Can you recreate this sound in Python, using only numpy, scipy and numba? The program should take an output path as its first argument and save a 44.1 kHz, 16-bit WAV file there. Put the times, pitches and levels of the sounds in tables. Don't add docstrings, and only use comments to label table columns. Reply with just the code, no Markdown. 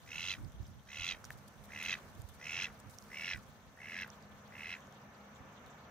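import sys
import numpy as np
from scipy import signal
from scipy.io import wavfile
from scipy.ndimage import uniform_filter1d
from numba import njit

SR = 44100
rng = np.random.default_rng(int(sys.argv[2]) if len(sys.argv) > 2 else 0)


def unload_wav(signal):
    wavfile.write(
        sys.argv[1],
        SR,
        np.round(np.clip(np.atleast_2d(signal).T, -1, 1) * 32767).astype(np.int16),
    )


def amplitude_ratio(level_db):
    exponent = np.asarray(level_db, float) / 20
    return 10 ** exponent


N = 260190


def rms_one(x):
    return x / np.sqrt(np.mean(x ** 2) + 1e-20)


def in_time(rows, t=np.arange(N) / SR):
    s, *columns = np.transpose(rows)
    return [np.interp(t, s, c) for c in columns]


def at_hz(points, hz):
    table_hz, values = np.array(points).T[:2]
    return np.interp(np.log(hz), np.log(table_hz), values)


def drift(rate):
    r = np.exp(-80 * np.pi * rate / SR)
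    white = rng.standard_normal(N // 40 + 2002)
    slow = signal.lfilter([1], [1, -2 * r, r * r], white)[2000:]
    return np.interp(np.arange(N) / 40, np.arange(len(slow)), rms_one(slow))


def bump(s, width):
    return np.exp(-((np.arange(N) / SR - s) / width) ** 2)


def resonate(x, hz, width):
    r = np.exp(-np.pi * width / SR)
    feedback = [1, -2 * r * np.cos(2 * np.pi * hz / SR), r * r]
    return signal.lfilter([(1 - r * r) / 2, 0, (r * r - 1) / 2], feedback, x)


@njit
def gliding(x, hz, r, turn):
    y = np.zeros(len(x))
    for i in range(2, len(x)):
        y[i] = x[i] - x[i - 2] + 2 * r * np.cos(turn * hz[i]) * y[i - 1] - r * r * y[i - 2]
    return y


def pan(x, db):
    return x * amplitude_ratio(np.array([db / 2, -db / 2]).reshape(2, -1))


# f/Hz, likeness/0-1
LIKENESS = [(60, 1), (180, 0.97), (550, 0.88), (1650, 0.14), (4970, 0.06), (15000, 0.08)]


def banded_noise(spectrum, low_hz, count, patchy_db, flicker, alike_share):
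    out, together = 0, drift(flicker / 3)
    edges = np.minimum(low_hz * 2 ** (np.arange(count + 1) / 3), .45 * SR)
    white = rng.standard_normal((2, 2, N))
    for k, (low, high) in enumerate(zip(edges, edges[1:])):
        band = signal.butter(2, [low, high], "band", fs=SR, output="sos")
        mid, side = signal.sosfilt(band, white[k % 2])
        hz = np.sqrt(low * high)
        alike = np.clip(alike_share * at_hz(LIKENESS, hz), 0, 1)
        gain = amplitude_ratio(at_hz(spectrum, hz) + patchy_db * (.6 * together + drift(flicker)))
        out = out + gain * (np.sqrt(1 + alike) * mid + np.sqrt(1 - alike) * side * [[1], [-1]])
    return rms_one(out)


def wavering(hz, width):
    moving_hz = hz + 0.292 * width * drift(7.0)
    return amplitude_ratio(2.43 * drift(5.8)) * np.sin(2 * np.pi * np.cumsum(moving_hz) / SR)


# t/s, level/dB
TRAFFIC_SWELLS = [(0.0, -64.5), (0.36, -63.5), (0.85, -68), (1.13, -61), (1.53, -63.5), (1.94, -58.5),
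                  (2.27, -64.5), (2.63, -59.5), (2.99, -63), (3.16, -60.5), (3.71, -65.5), (4.01, -59),
                  (4.29, -61.5), (5.01, -60), (5.9, -59)]
# f/Hz, level/dB per Hz
TRAFFIC_COLOUR = [(24, -55), (40, -10), (119, -2.5), (139, -14), (173, -7.5), (206, -4.5), (319, -15.5),
                  (473, -9.5), (1400, -11), (1610, -15.5), (1920, -18), (2210, -16.5), (4500, -42),
                  (5850, -65), (9900, -120)]
# f/Hz, level/dB per Hz
HISS_COLOUR = [(1470, -29), (2500, 13.5), (5350, -3), (5920, 21), (8600, -46), (11600, -78), (13200, -14),
               (14500, 4), (16000, -4)]
# f/Hz, width/Hz, level/dB
HUMS = [(146.8, 10.7, -68.5), (205.4, 8.3, -66.5), (239.3, 2.03, -74), (1533, 12.2, -77.5),
        (1750, 20.1, -78.5), (14060, 40, -95)]
HISS_DB, HISS_FOLLOWS = -71.5, 0.2
CRICKET_HZ, CRICKET_WIDTH_HZ, CRICKET_DB, CHIRPS_PER_S = 12000, 170, -90.5, 29
PORT_HZ, PORT_WIDTH_HZ, PORT_DB = 5980, 900, -77


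def distance():
    traffic_db, = in_time(TRAFFIC_SWELLS)
    hiss_db = HISS_DB + HISS_FOLLOWS * (traffic_db - traffic_db.mean())
    roar = banded_noise(TRAFFIC_COLOUR, 45, count=20, patchy_db=.5, flicker=9, alike_share=.99)
    hiss = banded_noise(HISS_COLOUR, 2970, count=8, patchy_db=3.5, flicker=26, alike_share=.37)
    tones = sum(amplitude_ratio(db) * wavering(hz, width) for hz, width, db in HUMS)
    chirps = np.maximum(0, np.sin(2 * np.pi * CHIRPS_PER_S * np.arange(N) / SR + drift(2.5)))
    cricket = chirps * resonate(rng.standard_normal(N), CRICKET_HZ, CRICKET_WIDTH_HZ)
    port = rng.standard_normal((2, N))
    for _ in range(2):
        port = resonate(port, PORT_HZ, PORT_WIDTH_HZ)
    out = amplitude_ratio(traffic_db + 3) * roar + amplitude_ratio(hiss_db) * hiss
    out = out + amplitude_ratio(traffic_db + 63) * tones
    return out + amplitude_ratio(CRICKET_DB) * rms_one(cricket) + amplitude_ratio(hiss_db - HISS_DB + PORT_DB) * rms_one(port)


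# t/s, level/dB
BREEZE = [(0, -61), (.4, -53), (.68, -51), (.82, -64.5), (2.0, -60.5), (3.5, -62), (4.2, -72), (5.9, -72.5)]
# t/s, peak level/dB, left-right/dB
GUSTS = [(.43, -56, -14), (.61, -58.5, -15), (1.0, -51, 0), (1.12, -59, -10), (1.28, -57, -1),
         (1.39, -58, -6), (1.6, -62.5, -18), (1.77, -62, 11), (1.89, -60.5, 13), (2.19, -53, -4),
         (2.63, -69, 6), (2.89, -58, -16), (3.02, -69, -12), (3.37, -57.5, -10), (3.48, -62, -11),
         (3.68, -69, 12), (4.34, -58.5, 16), (4.49, -66, 4), (5.65, -68, 10)]
# f/Hz, level/dB per Hz
BUFFET_COLOUR = [(15, -46), (25, -55), (41, 2), (108, 0), (227, -12.5), (375, -19), (409, -69), (500, -39),
                 (650, -69), (1100, -120)]
GUST_S, BREEZE_SIDE_DB = 0.031, -3.5


def wind():
    breeze_db, = in_time(BREEZE)
    level = pan(amplitude_ratio(breeze_db), BREEZE_SIDE_DB)
    for s, db, side_db in GUSTS:
        level = level + pan(amplitude_ratio(db) * bump(s, GUST_S), side_db)
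    lumps = amplitude_ratio(3.3 * np.array([drift(16), drift(24)]))
    rumble = banded_noise(BUFFET_COLOUR, 27.24, count=12, patchy_db=3, flicker=7.8, alike_share=0)
    return level * rms_one(lumps * rumble)


# t/s, peak level/dB, f/Hz, left-right/dB
THUMPS = [
    (0.439, -43.5, 108, -18),
    (.538, -46.5, 113, 7),
    (.695, -50.5, 130, 11),
    (2.233, -46, 72, -20),
]


def thumps():
    out = np.zeros((2, N))
    for s, peak_db, hz, side_db in THUMPS:
        cycles = np.arange(round(2 * SR / hz)) * hz / SR
        push = np.sin(np.pi * cycles / 2) ** 2 * np.cos(2 * np.pi * cycles + np.pi)
        at = round(s * SR)
        out[:, at:at + len(cycles)] += pan(amplitude_ratio(peak_db) * push, side_db)
    return out


# t/s, level/dB
RUSTLE = [(0.0, -68.5), (0.7, -74), (1.4, -71), (2.2, -67), (2.6, -80), (3.0, -64.5), (3.6, -74.5),
          (4.3, -73.5), (5.9, -78.5)]
# f/Hz, level/dB per Hz
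GRASS_COLOUR = [(1470, -37), (2500, -7), (3080, -4), (3230, -15), (4020, -10.5), (8940, -12),
                (15200, -16.5), (16000, -11)]
# t/s, peak level/dB, length/s
BRUSHES = [(0.669, -53, 0.02), (1.24, -44, 0.029), (1.31, -38, 0.025), (1.37, -42.5, 0.018),
           (1.477, -35, 0.0068), (1.636, -37.5, 0.019), (1.83, -44, 0.019), (2.187, -53, 0.025),
           (2.2862, -42, 0.011), (2.338, -39, 0.013), (2.629, -48, 0.024), (2.789, -42, 0.016),
           (2.893, -41.5, 0.021), (2.922, -42.5, 0.031), (3.018, -56, 0.0097), (3.364, -50, 0.0089),
           (5.66, -60, 0.011)]
CALL_SWELL_DB, CALL_SWELL_S = -25, 0.14


def grass():
    t, (level_db,) = np.arange(N) / SR, in_time(RUSTLE)
    level = amplitude_ratio(level_db - 2.5)
    for (first, full, _), (call_db, *_) in zip(CALL_TIMES, CALL_DB):
        level = level + amplitude_ratio(call_db + CALL_SWELL_DB) * bump(first + full - .06, CALL_SWELL_S)
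    for s, peak_db, length in BRUSHES:
        age = np.clip((t - s) / length, 0, 9)
        level = level + amplitude_ratio(peak_db - 18) * np.sqrt(age) * np.exp(-age ** 2)
    grains = amplitude_ratio(2.5 * drift(170))
    rub = banded_noise(GRASS_COLOUR, 3000, count=8, patchy_db=1.3, flicker=30, alike_share=.9)
    return level * rms_one(grains * rub)


# t/s, peak level/dB, f/Hz, top crack level/dB, left-
# right/dB
TICKS = [(0.4455, -53, 4420, -75, -1.5), (0.5185, -58, 5840, -54, -3), (0.628, -55, 4300, -77, 0.0),
         (0.6659, -51, 6000, -74, -1.5), (1.242, -39, 5330, -65, -8), (1.25, -38.5, 6100, -43, -5),
         (1.9549, -66, 4250, -71, 0.0), (2.1996, -57, 5030, -68, 3), (2.2172, -49, 8050, -46, -1.5),
         (2.2862, -57, 6660, -63, -0.5), (2.799, -52, 7200, -47, 3), (2.984, -38.5, 5760, -50, -9),
         (3.022, -50, 5470, -69, -8), (3.0383, -58, 5900, -51, -0.5), (3.372, -52, 4800, -48, -1.0),
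         (4.1006, -50.5, 6140, -72, -25), (4.2237, -53, 5970, -78, -3), (4.4757, -59, 6300, -77, 10),
         (4.804, -55, 6220, -75, -8), (4.8688, -53, 6240, -67, -0.5), (4.923, -57, 6000, -53, -4),
         (5.661, -53, 4400, -56, -1),
         (0.0608, -74, 12100, -69, 0.1),
    (1.8284, -42, 11100, -49, 0.1),
    (2.632, -48, 9000, -54, 0.1),
    (3.813, -61, 8980, -72, 0.1),
    (3.9265, -61, 12000, -69, 0.1),
    (3.974, -65, 8360, -52, 0.1),
    (4.0127, -51, 12600, -63, 0.1),
    (4.0744, -60, 13500, -50, 0.1),
    (5.3792, -71, 14000, -70, 0.1),
]
# t/s, peak level/dB, f/Hz, time to fall 60 dB/s
PLOPS = [
    (1.2388, -36, 1430, 0.006),
    (1.3027, -29.5, 1740, 0.0089),
    (1.5384, -55, 1510, 0.011),
]


def droplets():
    out, t = np.zeros((2, N)), np.arange(900) / SR
    top = signal.butter(1, 5000, "high", fs=SR, output="sos")
    for s, peak_db, hz, top_db, side_db in TICKS:
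        burst = rng.standard_normal((2, len(t))) * t / 0.00082 * np.exp(1 - t / 0.00039)
        ring = resonate(resonate(burst[0], hz, .3 * hz), hz, .6 * hz)
        crack = amplitude_ratio(top_db + 5) * signal.sosfilt(top, burst)
        at = round((s + 0.0014) * SR)
        out[:, at:at + len(t)] += pan(amplitude_ratio(peak_db) * ring / abs(ring).max() + crack, side_db)
    for s, peak_db, hz, t60 in PLOPS:
        at = round((s + 0.0025) * SR)
        splash = amplitude_ratio(peak_db - 11) * rng.standard_normal(len(t)) * np.exp(-t / .0004)
        swell = 1 - np.exp(-t / 0.0001)
        tone = np.sin(2 * np.pi * hz * (t + 3.7 * t ** 2))
        out[:, at:at + len(t)] += splash + swell * amplitude_ratio(peak_db - 60 * t / t60) * tone
    return out


FIRST_PUFFS_PER_S, QUICKEN_PER_S2 = 67, 120
STALL_PER_S3, STALL_EARLY_S, SLOWEST_PER_S = 12000, .012, 55


def puff_pace(t, first, full, pace):
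    stall = STALL_PER_S3 * np.maximum(t - first - full + STALL_EARLY_S, 0) ** 2
    steady = pace * (FIRST_PUFFS_PER_S + QUICKEN_PER_S2 * (t - first))
    rate = np.maximum(steady - stall, SLOWEST_PER_S)
    cycles = np.cumsum(rate) / SR
    return rate, cycles - np.interp(first, t, cycles)


# share at start/0-1, opening/s, share at end/0-1, closing/s, wobble share/0-1
BILL_DROOP = (0.31, 0.025, 0.45, 0.031, 0.016)


def bill_scale(t, wobble):
    shut, opening, shut_again, closing, wobble_share = BILL_DROOP
    droop = shut * np.exp((t[0] - t) / opening) + shut_again * np.exp((t - t[-1]) / closing)
    return 1 - droop + wobble_share * wobble


def envelope(age, full, phrasing, attack_db, attack, swell, hold, release):
    swell_share, extra_hold = phrasing
    rise = attack_db * np.exp(-age / attack) + swell_share * swell * np.maximum(full - age, 0)
    return -rise - release * np.maximum(age - full - hold - extra_hold, 0)


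SWEEP_MS_PER_KHZ = .8
PUFF_DETUNE = .018
SNAP = 9


def ring_pipe(hz, width, air, puff_db, rate, cycles, scale, rise_ms, leak):
    late = cycles + rate * (.0058 - SWEEP_MS_PER_KHZ * min(hz, 7500) * 1e-6)
    count = np.floor(late).astype(int) % 64
    age = late % 1 / rate / (rise_ms * 0.0015)
    size = amplitude_ratio(puff_db)[count]
    snap = np.diff(age > rng.uniform(.5, 1.5, 64)[count], prepend=True) & (age > .4)
    rung = air * (size * age * np.exp(1 - age) + leak) + SNAP * size * snap
    bend = scale if hz < 3000 else scale ** 0.3
    moving_hz = hz * bend * (1 + PUFF_DETUNE * rng.standard_normal(64)[count])
    for spread in (1.6, 2.2):
        rung = gliding(rung, moving_hz, np.exp(-np.pi * width * spread / SR), 2 * np.pi / SR)
    return rung / np.sqrt(uniform_filter1d(rung ** 2, size=1800) + 1e-12)


# f/Hz, width/Hz, level/dB, left-right/dB
PIPE = [
    [(794, 1050, -10.5, 1.5), (1406, 56, -13, -6.5), (2642, 129, 4, -3.5), (2800, 100, -3, 0)],
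    [(1510, 210, -19, 8), (1740, 120, 2.5, 1.5), (1985, 118, 4, -6), (2150, 73, 9.5, 2.5)],
    [(3263, 163, 5.5, -1.5), (3947, 114, 2, -10.5), (4736, 180, -4, -8)],
    [(5300, 270, -31, -27), (5424, 370, 10.5, -5), (6100, 204, 11, -7.5), (6620, 280, -11, -33.5),
     (7300, 230, -28, -3), (12500, 6500, -16.5, 13)],
]
# rise/ms, steady leak/0-1
PUFF_SHAPE = [
    (.7, .11),
    (.65, .10),
    (.6, .13),
    (1.1, .45),
]
# attack depth/dB, attack/s, swell/dB per s, hold/s, release/dB per s
EFFORT = [
    (24, 0.031, 34.5, 0.011, 596),
    (10, 0.018, 35.5, 0.0079, 311),
    (7.9, 0.027, 103, 0.0095, 704),
    (7.8, 0.021, 64, 0.0029, 553),
]
LEAD_IN_S, TAIL_S = .015, .085
PUFF_SPREAD_DB, BILL_WIDTH_OCTAVES = 1, 0.37


def call(timing, levels, cavity, turn, phrasing, wobble, waver):
    first, full, pace = timing
    at, end = round((first - LEAD_IN_S) * SR), round((first + full + TAIL_S) * SR)
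    t = np.arange(at, end) / SR
    rate, cycles = puff_pace(t, first, full, pace)
    scale = bill_scale(t, wobble[at:end])
    bill_hz = scale * np.interp(t, [first, first + full], cavity)
    air = rng.standard_normal(len(t))
    puff_db = PUFF_SPREAD_DB * rng.standard_normal(64)
    main_db, *others_db = levels
    out = np.zeros((2, len(t)))
    groups = zip(["main", "throat", "bill", "rasp"], PIPE, PUFF_SHAPE, EFFORT, [0, *others_db], [0, 0, *turn])
    for name, modes, (rise_ms, leak), effort, rel_db, tilt in groups:
        group, power = 0, 0
        middle_hz = modes[len(modes) // 2][0]
        for hz, width, level_db, side_db in modes:
            rung = ring_pipe(hz, width, air, puff_db, rate, cycles, scale, rise_ms, leak)
            gain = amplitude_ratio(level_db + tilt * np.log2(min(hz, 7500) / middle_hz))
            if name == "throat":
                gain = gain * (0.081 + np.exp(-(np.log2(hz / bill_hz) / BILL_WIDTH_OCTAVES) ** 2))
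            group = group + pan(rung, side_db) * gain
            power = power + gain ** 2
        breath_db = envelope(t - first, full, phrasing, *effort) + waver[at:end]
        out += group / np.sqrt(power) * amplitude_ratio(main_db + rel_db + breath_db)
    return at, out


# first puff t/s, time to full effort/s, pace of the puffs re usual
CALL_TIMES = [
    (.0625, .25, 1.004),
    (.8751, .232, .991),
    (1.6924, .225, .991),
    (2.3998, .232, 1.004),
    (3.1037, .215, 1.018),
    (3.7759, .232, .996),
    (4.5103, .215, .974),
]
# throat/dB, open bill/dB, rasp/dB
CALL_DB = [(-41, -6.5, 0.5, -6.5), (-43.5, -5, 1, -7), (-42, -2, -2, -8.5), (-40.5, -3.5, -5, -7.5),
           (-43.5, 1, -5.5, -7), (-49.5, 5, -6.5, -8.5), (-46.5, 0, -9, -13.5)]
# first puff f/Hz, full effort f/Hz
CAVITY = [(1980, 2140), (1970, 2300), (2050, 2070), (2220, 1950), (2160, 1770), (1950, 1800), (1900, 2000)]
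# bill tilt/dB per octave, rasp tilt/dB per octave
TURN = [(0, 7), (-2, 18), (0, 13), (-9, -10), (-1, -63), (4, -36), (2, -37)]
# swell re usual, extra hold/s
PHRASING = [(1.07, 0.0019), (0.87, 0.0016), (1.17, 0.0044), (0.91, 0.0074), (1.13, .004), (1.17, 0.013),
            (1.18, 0.0038)]
# delay t/s, level/dB
WATER_ECHO = [
    (.0035, -14),
    (.021, -26),
    (.047, -29),
]
LEFT_LEAD_S, BREATH_WAVER_DB = 4.5e-5, .5


def drake():
    out, wobble, waver = np.zeros((2, N)), drift(6), BREATH_WAVER_DB * drift(9.2)
    for row in zip(CALL_TIMES, CALL_DB, CAVITY, TURN, PHRASING):
        at, sound = call(*row, wobble, waver)
        out[:, at:at + sound.shape[1]] += sound
    out[1] = np.interp(np.arange(N) - LEFT_LEAD_S * SR, np.arange(N), out[1])
    echoes = 0
    for k, (s, db) in enumerate(WATER_ECHO):
        sides = out[::(-1) ** k]
        echoes = echoes + amplitude_ratio(db) * np.roll(sides, round(s * SR), axis=1)
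    return out + echoes


def scene():
    return distance() + wind() + thumps() + grass() + droplets() + drake()


def top_cut(x):
    return signal.sosfilt(signal.butter(12, 16330, fs=SR, output="sos"), x)


def record(dry):
    x = signal.sosfilt(signal.butter(3, 48, "high", fs=SR, output="sos"), dry)
    x = signal.sosfilt(signal.cheby2(14, 60, 16250, fs=SR, output="sos"), x)
    return top_cut(x)


dry = scene()
out = record(dry)
unload_wav(out)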